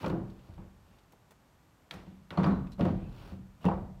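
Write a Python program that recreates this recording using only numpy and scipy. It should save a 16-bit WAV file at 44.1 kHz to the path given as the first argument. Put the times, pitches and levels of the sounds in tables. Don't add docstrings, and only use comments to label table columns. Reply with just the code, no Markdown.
import sys
import numpy as np
from scipy import signal
from scipy.io import wavfile

SR = 44100
rng = np.random.default_rng(int(sys.argv[2]) if len(sys.argv) > 2 else 0)


def dump(signal):
    limited = np.clip(np.atleast_2d(signal).T, -1, 1)
    pcm = np.round(limited * 32767).astype(np.int16)
    wavfile.write(sys.argv[1], SR, pcm)


N = 176400

# start_s, rumble_db, thud_db, knock_db, grit_db, clop_hz, clop_db, hardness_db
HOOF_HITS = [(.031, -11, -11, -13.5, -12.5, 800, 0.5, 6.5), (.043, -16, -14, -4.5, -10, 1500, 6, 3.5),
             (.062, 2, -10, -3, -9, 854, -4, 6), (.099, -4, -10.5, -6.5, -11, 340, 7, 5),
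             (.126, -5, -6, -11, -32, 335, 9, 2.5), (.15, -11, -10.5, -9.5, -37, 126, 9, -16),
             (.485, -1.5, -25.5, -26.5, -33, 327, 2.5, -12), (.578, -9, -17.5, -19.5, -20, 950, 2, -3.5),
             (1.937, -17, -19, -20, -17, 700, 2, -11), (2.066, -21, -12.5, -26.5, -16, 206, -1.5, -7.5),
             (2.318, -24.5, -18.5, -21, -27, 1260, -2.5, 5), (2.374, -1.5, 6.5, 2.5, 3.5, 1065, 8, -6),
             (2.4413, 8.5, 0.5, -0.5, 1, 1300, 8.5, 3.5), (2.461, -13.5, 6.5, -1, -5.5, 1130, 9, 1.5),
             (2.512, -9, 0.5, -12.5, -25, 1450, -1, -5), (2.781, -10, -15, -19.5, -33, 202, 9.5, -4),
             (2.795, -3, -6.5, -10, -30, 520, 15, 4.5), (2.809, 1, 3.5, -2.5, 2.5, 164, 2.5, 1.5),
             (2.853, 1, -1.5, -5.5, -7, 310, 9, 4), (2.863, 6, -3, -11.5, -12, 635, 10, 3),
             (2.882, -5, -6.5, -11.5, -17, 600, 6, 5.5), (2.976, -6.5, -16.5, -19, -11, 190, 1, -10),
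             (3.319, -4.5, -9, -21.5, -30, 204, -2, -0.5), (3.644, 5, -15, -8, -9, 800, 2, 3.5),
             (3.654, -2, 2, -17, -21, 177, 3, 8.5), (3.659, 2, -5.5, -4.5, -5.5, 480, 8, 3),
             (3.683, -3.5, -7, -5.5, -26, 755, 11, 7), (3.714, -9, -16, -9, -25, 1030, 7.5, 4.5)]
HOOF_TONE_HZ = (60, 180, 400, 1400, 2400)
CLOP_WIDTH_OCTAVES = 0.4
# pitch_hz, gain_db, ring_s
RAMP_NOTES = [(86.6, -38.5, 0.49), (111.6, -46.5, 0.3), (167.4, -25.5, 0.13), (190.24, -28, 0.65),
              (300, -33.5, 0.12), (335, -35.5, 0.47), (515.4, -40.5, 0.34), (575, -37.5, 0.12),
              (706.4, -40.5, 0.27), (809, -40.5, 0.16), (936, -43, 0.24), (988, -49.5, .22),
              (1128, -48.5, 0.29), (1270, -64.5, .28), (1318, -49, 0.12)]
NOTE_SCATTER_DB = 1.5
SWAY_HZ, SWAY_DB, SWAY_RING_S, SWAY_RISE_S = 37.2, -39, 0.71, 0.13
# pitch_hz, gain_db
IMPACT_TONE = [(40, -25), (100, -11.5), (180, -2), (400, -11.5), (1000, -13), (1800, -27), (3500, -25),
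               (4800, -37.5), (6000, -54), (15000, -59.5)]
# pitch_hz, ring_s
IMPACT_FADE = [(150, 0.12), (1000, 0.11), (4000, 0.018)]
IMPACT_DB, IMPACT_RISE_S = -51, 0.00044
# pitch_hz, gain_db
BARN_TONE = [(30, -10), (60, -7), (110, -1.5), (190, 4), (400, -5), (1000, -15), (1800, -23), (4000, -36),
             (5500, -50.5), (15000, -58.5)]
# pitch_hz, ring_s
BARN_FADE = [(40, 1.19), (110, 0.83), (280, 0.48), (740, 0.55), (1940, 0.41), (5120, 0.49), (14000, 0.23)]
BARN_DB, BARN_RISE_S, BARN_BUILD_CYCLES = -55.5, 0.036, 0.62

# start_s, gain_db, pitch_ratio, low_clack_db
CLICK_HITS = [(1.9098, -2, 0.92, -0.5), (2.3054, -8.5, 0.94, 10.5)]
# base_pitch_hz, gain_db, ring_s
METAL_NOTES = [(1464, -52, 0.099), (2420, -39, .025), (3540, -35.5, 0.025), (3960, -33, 0.014),
               (4340, -37, 0.016), (5360, -66, 0.016)]
# pitch_hz, gain_db
CLACK_TONE = [(200, -25), (900, -3), (1600, 0.5), (4000, -1.5), (6000, -19.5), (15000, -26)]
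CLACK_DB, CLACK_RING_S, CLACK_LOW_HZ, CLACK_HIGH_HZ = -71.5, 0.039, 1210, 4080
# pitch_hz, gain_db
CLICK_ECHO_TONE = [(200, 10), (900, 3.5), (1800, 1), (4000, -9), (6000, -18.5), (15000, -25)]
CLICK_ECHO_DB, CLICK_ECHO_RISE_S = -80, 0.024

# start_s, pitch_hz, level_db, ring_s
RATTLES_AND_CLOP = [(0.045, 2430, -44, 0.096), (1.126, 740, -58, 0.13), (2.372, 4260, -49.5, 0.064),
                    (2.444, 4750, -51, 0.06), (2.502, 3960, -61.5, 0.31), (2.667, 2570, -63, 0.087),
                    (2.723, 4060, -59, 0.1), (2.806, 2330, -55, 0.067), (3.025, 2590, -63.5, 0.27),
                    (3.613, 2840, -63, 0.33), (3.657, 2750, -42, 0.11)]
RATTLE_Q, RATTLE_RISE_S = 35, 0.0023
# start_s, low_gain_db, middle_gain_db, high_gain_db
CRACK_AND_TICKS = [(0.061, 10, 22, -2.5), (.080, 5, 11, -2), (.098, 3, 15.5, -5), (0.299, -20, 6, -15),
                   (0.392, 6, 3, -31), (0.537, 2, 3.5, -27), (0.986, -10, 4.5, -16), (1.122, 7, 2, -5),
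                   (1.134, 22.5, -23, -11), (1.308, 10, 4, -0.5), (1.318, 19, -3, -7), (1.939, 0, 12, -0.5),
                   (2.433, 35, 21, -8), (2.468, 1, -1, -2), (2.669, 16, 4, -22), (2.719, -11, 12, -6),
                   (2.731, -5, 8, -8)]
TICK_TONE_HZ = (800, 3500, 12000)
TICK_DB, TICK_RING_S = -102, 0.05
# peak_s, rise_s, fall_s, gain_db
SCUFF_SWELLS = [(.02, 0.046, 0.067, 10.5), (.52, 0.3, 0.056, -6.5), (0.932, 0.082, 0.088, -9.5),
                (2.802, .012, 0.019, 6), (3.201, 0.08, 0.088, 3), (3.3, 0.097, 0.044, 2.5),
                (3.644, 0.023, 0.007, 5)]
# pitch_hz, gain_db
SCUFF_TONE = [(100, 15), (400, 3), (1300, -2.5), (1900, -13), (2700, -7.5), (3500, -13.5), (4500, -13),
              (6500, -27), (15000, -28)]
SCUFF_DB, GRAIN_DB, GRAIN_S = -92.5, 2, 0.003
# pitch_hz, gain_db
AIR_TONE = [(25, -14), (45, -1.5), (100, -4), (200, -6.5), (400, -14.5), (1000, -15), (2000, -23.5),
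            (5000, -31), (9000, -32.5), (10300, -43.5), (12000, -33), (15500, -46.5)]
AIR_DB = -84.5

BAND_EDGES_HZ = np.geomspace(24, 17000, 31)
BAND_CENTRES_HZ = np.sqrt(BAND_EDGES_HZ[1:] * BAND_EDGES_HZ[:-1])


def hooves():
    times, rumble_db, *_, hardness_db = np.transpose(HOOF_HITS)
    tones = [hoof_tone(*hit[1:-1]) for hit in HOOF_HITS]
    hard_tones = [tone + [0, db] for tone, db in zip(tones, hardness_db)]
    impact = from_db(IMPACT_DB) * bursts(times, hard_tones, IMPACT_TONE, IMPACT_FADE, IMPACT_RISE_S)
    echo = from_db(BARN_DB) * bursts(times, tones, BARN_TONE, BARN_FADE, BARN_RISE_S, BARN_BUILD_CYCLES)
    return impact + ramp_boom(times, tones) + truck_sway(times, rumble_db) + echo


def hoof_tone(rumble_db, thud_db, knock_db, grit_db, clop_hz, clop_db):
    points = list(zip(HOOF_TONE_HZ, (rumble_db, thud_db, knock_db, knock_db, grit_db)))
    slope = at_pitch(points, BAND_CENTRES_HZ)
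    octaves_away = np.log2(BAND_CENTRES_HZ / clop_hz)
    clop = clop_db * np.exp(-(octaves_away / CLOP_WIDTH_OCTAVES) ** 2)
    return np.column_stack([BAND_CENTRES_HZ, slope + clop])


def ramp_boom(times, tones):
    scatter_db = NOTE_SCATTER_DB * rng.standard_normal((len(times), len(RAMP_NOTES)))
    boom = 0
    for k, (hz, db, ring_s) in enumerate(RAMP_NOTES):
        force = from_db(db + scatter_db[:, k] + [at_pitch(tone, hz) for tone in tones])
        boom += (-1) ** k * ring(pulses(times, force), hz, ring_s)
    return boom


def truck_sway(times, rumble_db):
    load = pulses(times, from_db(SWAY_DB + rumble_db))
    short_ring_s = 1 / (1 / SWAY_RING_S + 1 / (SWAY_RISE_S * np.log(1000)))
    return ring(load, SWAY_HZ, SWAY_RING_S) - ring(load, SWAY_HZ, short_ring_s)


def metal_clicks():
    metal, times, tones = 0, [], []
    for start_s, db, pitch_ratio, low_clack_db in CLICK_HITS:
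        for k, (hz, note_db, ring_s) in enumerate(METAL_NOTES):
            tap = pulses([start_s], from_db(db + note_db))
            metal += (-1) ** k * ring(tap, hz * pitch_ratio, ring_s)
        times.append(start_s)
        tones.append([(CLACK_LOW_HZ, db + low_clack_db), (CLACK_HIGH_HZ, db)])
    clack = from_db(CLACK_DB) * bursts(times, tones, CLACK_TONE, [(1, CLACK_RING_S)], IMPACT_RISE_S)
    echo = from_db(CLICK_ECHO_DB) * bursts(times, tones, CLICK_ECHO_TONE, BARN_FADE, CLICK_ECHO_RISE_S)
    return metal + clack + echo


def rattles_and_clop():
    sound = 0
    for start_s, hz, db, ring_s in RATTLES_AND_CLOP:
        age_s = np.maximum(np.arange(N) / SR - start_s, 0)
        noise = signal.lfilter(*signal.iirpeak(hz, RATTLE_Q, fs=SR), rng.standard_normal(N))
        rise = 1 - np.exp(-age_s / RATTLE_RISE_S)
        fade = from_db(db - 60 * age_s / ring_s)
        sound += noise / noise.std() * rise * fade
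    return sound


def crack_and_ticks():
    times = [snap[0] for snap in CRACK_AND_TICKS]
    tones = [list(zip(TICK_TONE_HZ, snap[1:])) for snap in CRACK_AND_TICKS]
    return bursts(times, tones, [(1, TICK_DB)], [(1, TICK_RING_S)], IMPACT_RISE_S)


def scuffs():
    t = np.arange(N) / SR
    power = 0
    for peak_s, rise_s, fall_s, db in SCUFF_SWELLS:
        width_s = np.where(t < peak_s, rise_s, fall_s)
        power += from_db(db) ** 2 * np.exp(-((t - peak_s) / width_s) ** 2)
    rubbing = sum(band for _, band in noise_bands(SCUFF_TONE))
    grain = np.interp(t / GRAIN_S, np.arange(N), rng.standard_normal(N))
    return np.sqrt(power) * from_db(SCUFF_DB + GRAIN_DB * grain) * rubbing


def still_air():
    return from_db(AIR_DB) * sum(band for _, band in noise_bands(AIR_TONE))


def bursts(times, hit_tones, shared_tone, fade_table, rise_s, build_cycles=0):
    sound = 0
    for hz, noise in noise_bands(shared_tone):
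        energy = pulses(times, from_db([at_pitch(tone, hz) for tone in hit_tones]) ** 2)
        fall_s = at_pitch(fade_table, hz) / np.log(1e6)
        swell_s = 1 / (1 / fall_s + 1 / (rise_s + build_cycles / hz))
        power = fading_tail(energy, fall_s) - fading_tail(energy, swell_s)
        sound += noise * np.sqrt(np.maximum(power, 0))
    return sound


def noise_bands(tone):
    white = rng.standard_normal((2, N)) * np.sqrt(SR / 2)
    for k, hz in enumerate(BAND_CENTRES_HZ):
        band_filter = signal.butter(2, BAND_EDGES_HZ[k:k + 2], "band", fs=SR, output="sos")
        yield hz, from_db(at_pitch(tone, hz)) * signal.sosfilt(band_filter, white[k % 2])


def ring(kicks, hz, ring_s):
    shrink = from_db(-60 / (ring_s * SR))
    angle = 2 * np.pi * hz / SR
    return signal.lfilter([0, np.sin(angle)], [1, -2 * shrink * np.cos(angle), shrink * shrink], kicks)


def fading_tail(kicks, seconds):
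    return signal.lfilter([1], [1, -np.exp(-1 / (seconds * SR))], kicks)


def pulses(times, sizes):
    kicks = np.zeros(N)
    samples = np.clip((np.asarray(times) * SR).astype(int), 0, N - 1)
    np.add.at(kicks, samples, sizes)
    return kicks + 1e-24


def at_pitch(table, hz):
    pitches, values = np.transpose(table)
    return np.interp(np.log(hz), np.log(pitches), values)


def from_db(db):
    return 10 ** (np.asarray(db) / 20)


def scene():
    mix = still_air() + scuffs() + metal_clicks() + crack_and_ticks() + rattles_and_clop() + hooves()
    return mix[None]


def record(dry):
    bass_cut = signal.butter(8, 31, "high", fs=SR, output="sos")
    treble_cut = signal.ellip(10, 0.2, 80, 15750, fs=SR, output="sos")
    return signal.sosfilt(treble_cut, signal.sosfilt(bass_cut, dry))


dry = scene()
out = record(dry)
dump(out)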